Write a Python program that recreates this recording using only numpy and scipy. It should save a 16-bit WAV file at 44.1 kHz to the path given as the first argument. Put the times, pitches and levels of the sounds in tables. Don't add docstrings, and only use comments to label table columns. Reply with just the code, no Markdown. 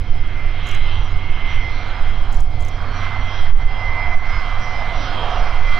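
import sys
import numpy as np
from scipy import signal
from scipy.fft import rfft, irfft, next_fast_len
from scipy.io import wavfile
from scipy.ndimage import uniform_filter1d

SR = 44100
rng = np.random.default_rng(int(sys.argv[2]) if len(sys.argv) > 2 else 0)


def invert_db(level):
    return 10 ** (np.asarray(level, dtype=float) / 20)


def wav_record(signal):
    frames = np.transpose(np.atleast_2d(signal))
    bounded = np.clip(frames, -1, 1)
    quanta = np.round(bounded * 32767).astype(np.int16)
    wavfile.write(sys.argv[1], SR, quanta)


N = 255339
HOP = 40
LEFT_DB = -7.5


def control_time():
    return np.arange(N // HOP + 2) * HOP / SR


def spread(control):
    return np.interp(np.arange(N) / HOP, np.arange(len(control)), control)


def in_time(rows):
    s, *columns = np.transpose(rows)
    return [np.interp(control_time(), s, column) for column in columns]


def bells(s, half_s):
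    centre_s, half_s = np.reshape(s, (-1, 1)), np.reshape(half_s, (-1, 1))
    return np.exp(-((control_time() - centre_s) / half_s) ** 2)


def rms_one(x):
    return x / np.sqrt(np.mean(x ** 2) + 1e-20)


def drift(rate_hz):
    r = np.exp(-2 * np.pi * rate_hz * HOP / SR)
    settle = 2000
    noise = rng.standard_normal(N // HOP + 2 + settle)
    return rms_one(signal.lfilter([1], [1, -2 * r, r * r], noise)[settle:])


def at_hz(points, hz):
    points = np.array(points)
    return np.interp(np.log(hz), np.log(points[:, 0]), points[:, 1])


def coloured(points, x=None):
    size = next_fast_len(N)
    hz = np.maximum(np.arange(size // 2 + 1) * SR / size, 0.1)
    x = rng.standard_normal(N) if x is None else x
    return rms_one(irfft(rfft(x, size) * invert_db(at_hz(points, hz)), size)[:N])


def resonance(x, hz, width_hz):
    r = np.exp(-np.pi * width_hz / SR)
    numerator = np.array([1, 0, -1]) * (1 - r * r) / 2
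    return signal.lfilter(numerator, [1, -2 * r * np.cos(2 * np.pi * hz / SR), r * r], x)


def focus(hz, rows, half_s, octaves):
    s, centre_hz, gain_db = np.transpose(rows)[:3]
    nearness = np.exp(-(np.log2(hz / centre_hz) / octaves) ** 2)
    return gain_db * nearness @ bells(s, half_s)


def swell_db_at(hz):
    # t/s, f/Hz, gain/dB, half-length/s
    swells = [(0.091, 868, -4, 0.34), (0.097, 2580, -3.5, .15), (0.752, 2480, 5, 0.19),
              (1.53, 2500, 8, 0.078), (1.991, 1100, 1, 0.28), (2.6, 1800, -8, 0.16),
              (2.904, 395, 2.5, 0.064), (3.023, 1705, 5, 0.18), (3.029, 4540, 4.5, 0.079),
              (3.093, 91.3, 5.5, .25), (3.392, 1476, 2, 0.14), (4.003, 878, 2.5, 0.24),
              (3.85, 6030, -4, 0.34), (0.852, 3200, 2.5, .3), (2.4, 2500, -1.5, .08), (5.1, 331, 4, 0.36),
              (4.342, 1464, 2.5, 0.17), (5.325, 914, 4.5, 0.16), (5.476, 2006, 3, 0.058),
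              (5.773, 300, 6.5, 0.025), (5.764, 3020, 6.5, 0.055)]
    return focus(hz, swells, np.array(swells)[:, 3], octaves=1)


def level_at(hz):
    # f/Hz, start level/dB, rise/(dB/s)
    roar_turn = np.array([(357, -45, -0.28), (1100, -41.5, 2), (2900, -37.5, 0.16), (4300, -55.5, 1.75)])
    # t/s, f/Hz, gain/dB, half-length/s
    patches = [(0.421, 1450, 4.5, .2), (0.452, 2600, 3, 0.12), (0.757, 520, 2.5, .1),
               (0.718, 3100, 4.5, 0.18), (.97, 3100, 4.5, 0.18), (0.965, 1050, 5.5, 0.21),
               (.95, 4300, 6, .1), (1.186, 1800, -3, .1), (1.346, 2900, 4, 0.14), (1.805, 4000, 8.5, 0.14),
               (1.938, 1350, 6, 0.18), (1.997, 2900, 3, 0.11), (2.307, 800, 2, 0.16),
               (2.25, 2300, -3.5, .12), (2.846, 2900, -4.5, 0.17), (3.154, 1000, 3.5, 0.19),
               (3.349, 3500, 6, .13), (3.65, 2700, -3, 0.17), (3.954, 3800, 1.5, .2), (4.05, 2000, 4.5, .2),
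               (4.045, 700, 5, .1), (4.342, 2100, -0.5, 0.093), (4.459, 1450, 1, 0.11),
               (4.642, 2900, -2, 0.091), (4.802, 1000, 2, .12), (4.85, 700, 8, 0.13),
               (5.003, 4300, 5.5, 0.17), (5.2, 3000, 10, 0.29), (5.294, 700, 6, 0.15),
               (5.295, 500, 3.5, 0.19)]
    trend_db = at_hz(roar_turn[:, :2], hz) + at_hz(roar_turn[:, ::2], hz) * control_time()
    return trend_db + swell_db_at(hz) + focus(hz, patches, np.array(patches)[:, 3], octaves=0.27)


def roar(patchy_db):
    # f/Hz, density/dB
    roar_colour = [(70, -29.5), (115, -2.5), (210, -11), (420, -14), (700, -9.5), (1200, -8), (1900, -14.5),
                   (2600, -18.5), (3200, -18.5), (4200, -26.5), (5500, -37.5), (7000, -48.5), (8500, -54.5),
                   (12000, -62.5)]
    # f/Hz, width/Hz
    duct_peak = (722.5, 58)
    edges_hz = 80 * 2 ** np.arange(0, 7.7, 1 / 3)
    white = rng.standard_normal((2, N))
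    jet = 0
    for k, (low, high) in enumerate(zip(edges_hz, edges_hz[1:])):
        band_filter = signal.butter(2, [low, high], "band", fs=SR, output="sos")
        band = signal.sosfilt(band_filter, white[k % 2])
        swell_db = level_at(np.clip(np.sqrt(low * high), 200, 6500))
        own_db = patchy_db * (drift(2.77) + 0.5 * drift(5.8))
        jet = jet + band * spread(invert_db(swell_db - swell_db.mean() + own_db))
    howl = resonance(rng.standard_normal(N), *duct_peak)
    howl = rms_one(resonance(howl, *duct_peak))
    return invert_db(-33) * coloured(roar_colour, jet) + howl * spread(invert_db(level_at(duct_peak[0]) - 5.5))


def tone(hz, level_db, flicker_db, wander):
    phase = 2 * np.pi * (np.cumsum(hz) * HOP / SR + rng.random())
    phase = phase + wander * (drift(5.7) + 0.44 * drift(46))
    level = invert_db(level_db + flicker_db * drift(14.2))
    return np.sqrt(2) * spread(level) * np.sin(spread(phase))


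def whine():
    # t/s, fan blade f/Hz, compressor base f/Hz
    spool_speed = [(0.0, 2069.9, 726.7), (0.4, 2068.6, 726.7), (0.8, 2069.4, 728.0), (1.2, 2070.1, 727.6),
                   (1.6, 2066.9, 725.0), (2.0, 2061.3, 722.7), (2.4, 2059.0, 722.1), (2.8, 2062.0, 722.3),
                   (3.2, 2064.2, 722.6), (3.6, 2058.9, 721.6), (4.0, 2051.4, 720.6), (4.4, 2048.4, 720.4),
                   (4.8, 2050.2, 721.7), (5.2, 2052.2, 722.1), (5.6, 2051.7, 721.9), (5.8, 2051.4, 721.7)]
    # t/s, level/dB
    blade_level = [(0, -54.5), (.4, -40), (.62, -45.5), (.85, -37), (1.05, -47.5), (1.6, -32.5),
                   (1.87, -44.5), (2.1, -39), (2.38, -56), (2.6, -44), (2.92, -50.5), (3.05, -33.5),
                   (3.5, -41.5), (4.0, -28.5), (4.52, -38.5), (4.82, -32), (5.25, -48), (5.79, -28)]
    fan_orders = [1, 1.0475, 1.142, 1.571]
    # start level/dB, rise/(dB/s)
    sum_tones = [(-53, 0.54), (-59.5, 1.5), (-54.5, 0.9)]
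    # start level/dB, rise/(dB/s)
    core_orders = [(-69.5, 1.7), (-66.5, 1.2), (-73, 1.6)]
    # t/s, f/Hz, gain/dB
    fan_flares = [(.75, 2166, 15.5), (1.25, 2166, 10), (1.42, 2166, 9), (1.6, 2166, 11), (1.88, 2160, 7.5),
                  (3.1, 2160, 4.5), (4.0, 2150, 12.5), (4.33, 2146, 21), (4.92, 2148, 9), (5.15, 2150, 3),
                  (.45, 2362, 10), (.72, 2362, 7), (1.55, 2360, 7), (1.9, 2355, 6.5), (3.03, 2355, 9),
                  (4.0, 2343, 11.5), (4.55, 2340, 9.5), (4.8, 2340, 8), (5.45, 2343, 7), (5.72, 2343, 10.5),
                  (0.721, 3250, 13.5), (1.0, 3250, 10), (1.55, 3245, 6.5), (2.1, 3240, 5.5),
                  (3.38, 3240, 10.5), (3.75, 3230, 5.5), (4.5, 3220, 2.5), (5.18, 3224, 12.5),
                  (5.35, 3224, 5), (5.75, 3224, 9.5)]
    # t/s, f/Hz, gain/dB
    core_flares = [(.5, 4360, 4), (.68, 4365, 7), (1.54, 4350, 6), (1.78, 4345, 11), (1.98, 4335, 5),
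                   (2.97, 4333, 9), (3.35, 4333, 7), (4.42, 4322, 8), (4.76, 4328, 4), (.22, 5087, 3),
                   (.66, 5117, 10.5), (1.63, 5070, 10), (2.0, 5060, 6), (3.38, 5055, 8), (3.94, 5070, 9),
                   (4.38, 5043, 9), (4.75, 5090, 6.5), (5.0, 5054, 8.5), (5.5, 5054, 10.5), (.66, 5830, 8),
                   (.99, 5830, 7), (1.55, 5800, 13), (1.75, 5795, 6.5), (3.0, 5780, 8), (3.18, 5780, 8),
                   (3.38, 5778, 11), (4.29, 5780, 11.5), (4.65, 5806, 12), (4.98, 5775, 13),
                   (5.45, 5775, 7)]
    weak_orders = [.1228, .246, 1.2225, 1.3615, 1.492, 1.540, 1.921, 2]
    weak_db = [-14, -27.5, -29, -26, -19, -26.5, -17.5, -24]
    # multiple, level against the roar/dB
    core_weak = [(2, -25), (9, -30.5)]

    t = control_time()
    fan_hz, core_hz = (uniform_filter1d(hz, size=SR // 160) for hz in in_time(spool_speed))
    hum_hz = 92.3
    hum_db = -34 - 0.5 * t + swell_db_at(hum_hz)
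    out = tone(np.full(len(t), hum_hz), hum_db, flicker_db=1.36, wander=0.27)
    out += tone(fan_hz, in_time(blade_level)[0], flicker_db=1.5, wander=0.53)

    for multiple, (start_db, rise) in zip(fan_orders[1:], sum_tones):
        hz = multiple * fan_hz
        level_db = start_db + rise * t + focus(hz.mean(), fan_flares, half_s=0.13, octaves=0.017)
        out += tone(hz, level_db, flicker_db=2.0, wander=0.59)

    for order, (start_db, rise) in enumerate(core_orders, start=6):
        hz = order * core_hz
        flare_db = focus(hz.mean(), core_flares, half_s=0.1, octaves=0.017)
        level_db = start_db + rise * t + flare_db + 1.6 * drift(7.7)
        out += tone(hz, level_db, flicker_db=2.2, wander=0.48)
        out += tone(hz * 1.0006, level_db - 4.0, flicker_db=2.5, wander=0.67)

    weak = [(multiple * fan_hz, db) for multiple, db in zip(weak_orders, weak_db)]
    weak += [(multiple * core_hz, db) for multiple, db in core_weak]
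    for hz, over_db in weak:
        level_db = level_at(hz.mean()) + over_db + 3.9 * drift(0.8)
        out += tone(hz, level_db, flicker_db=4.5, wander=0.7)
    return out


def wind():
    # t/s, thump level/dB, buffet level/dB, half-length/s
    gusts = [(0.007, -28, -21, 0.032), (0.13, -11, -25.5, 0.077), (.25, -15, -23, 0.1),
             (0.463, -15, -24, .08), (0.831, -12, -21.5, 0.15), (1.007, -14, -17.5, 0.05),
             (1.153, -13.5, -18.5, 0.04), (1.3, -12, -27, .06), (1.562, -15, -26, 0.15),
             (2.042, -10, -22, 0.07), (2.195, -13, -22, 0.1), (2.397, -11, -17.5, 0.1),
             (2.6, -15, -23, 0.081), (3.212, -21, -25, 0.1), (3.508, -6.5, -23, .1),
             (3.648, -9.5, -22, 0.052), (3.918, -22, -21.5, .06), (4.081, -20, -20.5, .05),
             (4.195, -12, -30, 0.12), (4.372, -16.5, -20.5, 0.044), (4.541, -12, -33, .06),
             (4.99, -19, -29, .04), (5.405, -12, -18.5, 0.049), (5.63, -10, -36, 0.17)]
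    # thump level/dB, buffet level/dB
    lulls_db = (-21, -28)
    # f/Hz, density/dB
    thump_colour = [(2, -0.5), (5, 16), (12, 17), (20, 9.5), (28, -1.5), (45, -52.5), (400, -160)]
    # f/Hz, density/dB
    buffet_colour = [(15, -14), (26, 3.5), (45, -8.5), (70, -12), (120, -21), (180, -42.5), (300, -75.5),
                     (2000, -150)]
    s, *gust_db, half_s = np.transpose(gusts)
    out = 0
    for level_db, lull_db, colour in zip(gust_db, lulls_db, (thump_colour, buffet_colour)):
        air = coloured(colour)
        gust_power = invert_db(level_db) ** 2 @ bells(s, half_s) ** 2
        strength = spread(np.sqrt(gust_power + invert_db(lull_db) ** 2))
        evened = air / np.sqrt(uniform_filter1d(air ** 2, size=SR // 8) + 0.15)
        out = out + strength * evened
    return out


def shutter():
    # t/s, level/dB
    shots = [
        (0.6629, 1.5),
        (2.319, -2),
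        (2.599, -2.5),
    ]
    # delay/s, peak level/dB, ring f/Hz
    contacts = [(0, -46, 6900), (.007, -37, 6480), (.0135, -42.5, 6500), (.0248, -36.5, 6980),
                (.032, -44.5, 6790), (.05, -34, 6070), (.084, -37, 6680), (.088, -38, 6500)]
    # t/s, peak level/dB, ring f/Hz
    stray_ticks = [(.369, -53.5, 6070), (0.7354, -47, 7300), (1.888, -52.5, 6500), (2.031, -57, 7040),
                   (2.466, -70, 7000)]
    # f/Hz, level/dB, t60/s
    body_modes = [(7600, -1, 0.0045), (9050, -11.5, 0.0047), (11000, -11.5, 0.0021), (12700, -11.5, .003),
                  (14300, -13.5, .003)]

    hits = [(s + delay, db + shot_db, hz) for s, shot_db in shots for delay, db, hz in contacts]
    hits += stray_ticks
    out, t = np.zeros(N), np.arange(SR // 25) / SR
    for s, peak_db, ring_hz in hits:
        scratch = rng.standard_normal(len(t)) * np.exp(-t / 0.0019)
        body = sum(invert_db(db) * resonance(scratch, hz, 2.4 / t60) for hz, db, t60 in body_modes)
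        hit = invert_db(10.5) * resonance(scratch, ring_hz, 450) + body
        at = round(s * SR)
        out[at:at + len(t)] += invert_db(peak_db + 2.0) * hit / np.abs(hit).max()

    noise = rng.standard_normal(N)
    whirr = invert_db(4.0) * resonance(noise, 7100, 1200)
    whirr = rms_one(whirr + sum(invert_db(db) * resonance(noise, hz, 1200) for hz, db, _ in body_modes))
    time_s, winding_s = np.arange(N) / SR, 0.095
    ramp_s = [0, 0.01, winding_s, winding_s + 0.012]
    turning = invert_db(-64) * sum(np.interp(time_s - s, ramp_s, [0, 1, 1, 0]) for s, _ in shots)
    gears = whirr * turning * spread(invert_db(3.3 * drift(150)))
    small_parts = signal.butter(4, [5600, 15000], "band", fs=SR, output="sos")
    return signal.sosfilt(small_parts, out + gears)


def ducking():
    # t/s, depth/dB, hold/s
    ducks = [(0.792, 2.5, 0.015), (2.417, 5.5, 0.064), (3.519, 7.5, 0.044), (3.642, 3.5, 0.018),
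             (4.164, 5.5, 0.039)]
    attack_s, release_s = 0.015, 0.056
    t = np.arange(N) / SR
    depth_db = np.zeros(N)
    for s, db, hold_s in ducks:
        corners_s = np.cumsum([-attack_s, attack_s, hold_s, release_s])
        depth_db += np.interp(t - s, corners_s, [0, db, db, 0])
    return invert_db(-depth_db)


def scene():
    aircraft = (roar(patchy_db=1.27) + whine()) * ducking()
    air = aircraft + wind() + shutter()
    gains = invert_db(np.array([LEFT_DB, 0]))
    return air * (gains / gains.mean())[:, None]


def top_cut(x):
    return signal.sosfilt(signal.butter(12, 15800, fs=SR, output="sos"), x)


def record(dry):
    # f/Hz, density/dB
    hiss_colour = [(3000, -32.5), (8000, 0.5), (10300, -13), (11500, 1), (14000, -5.5), (16000, -8.5)]
    balance = invert_db(np.array([[LEFT_DB / 2], [-LEFT_DB / 2]]))
    shared = invert_db(-89) * coloured(hiss_colour) * balance
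    own = invert_db(-95) * rng.standard_normal(dry.shape)
    mix = 1.09 * np.tanh((dry + shared + own) / 0.9)
    return top_cut(mix)


dry = scene()
out = record(dry)
wav_record(out)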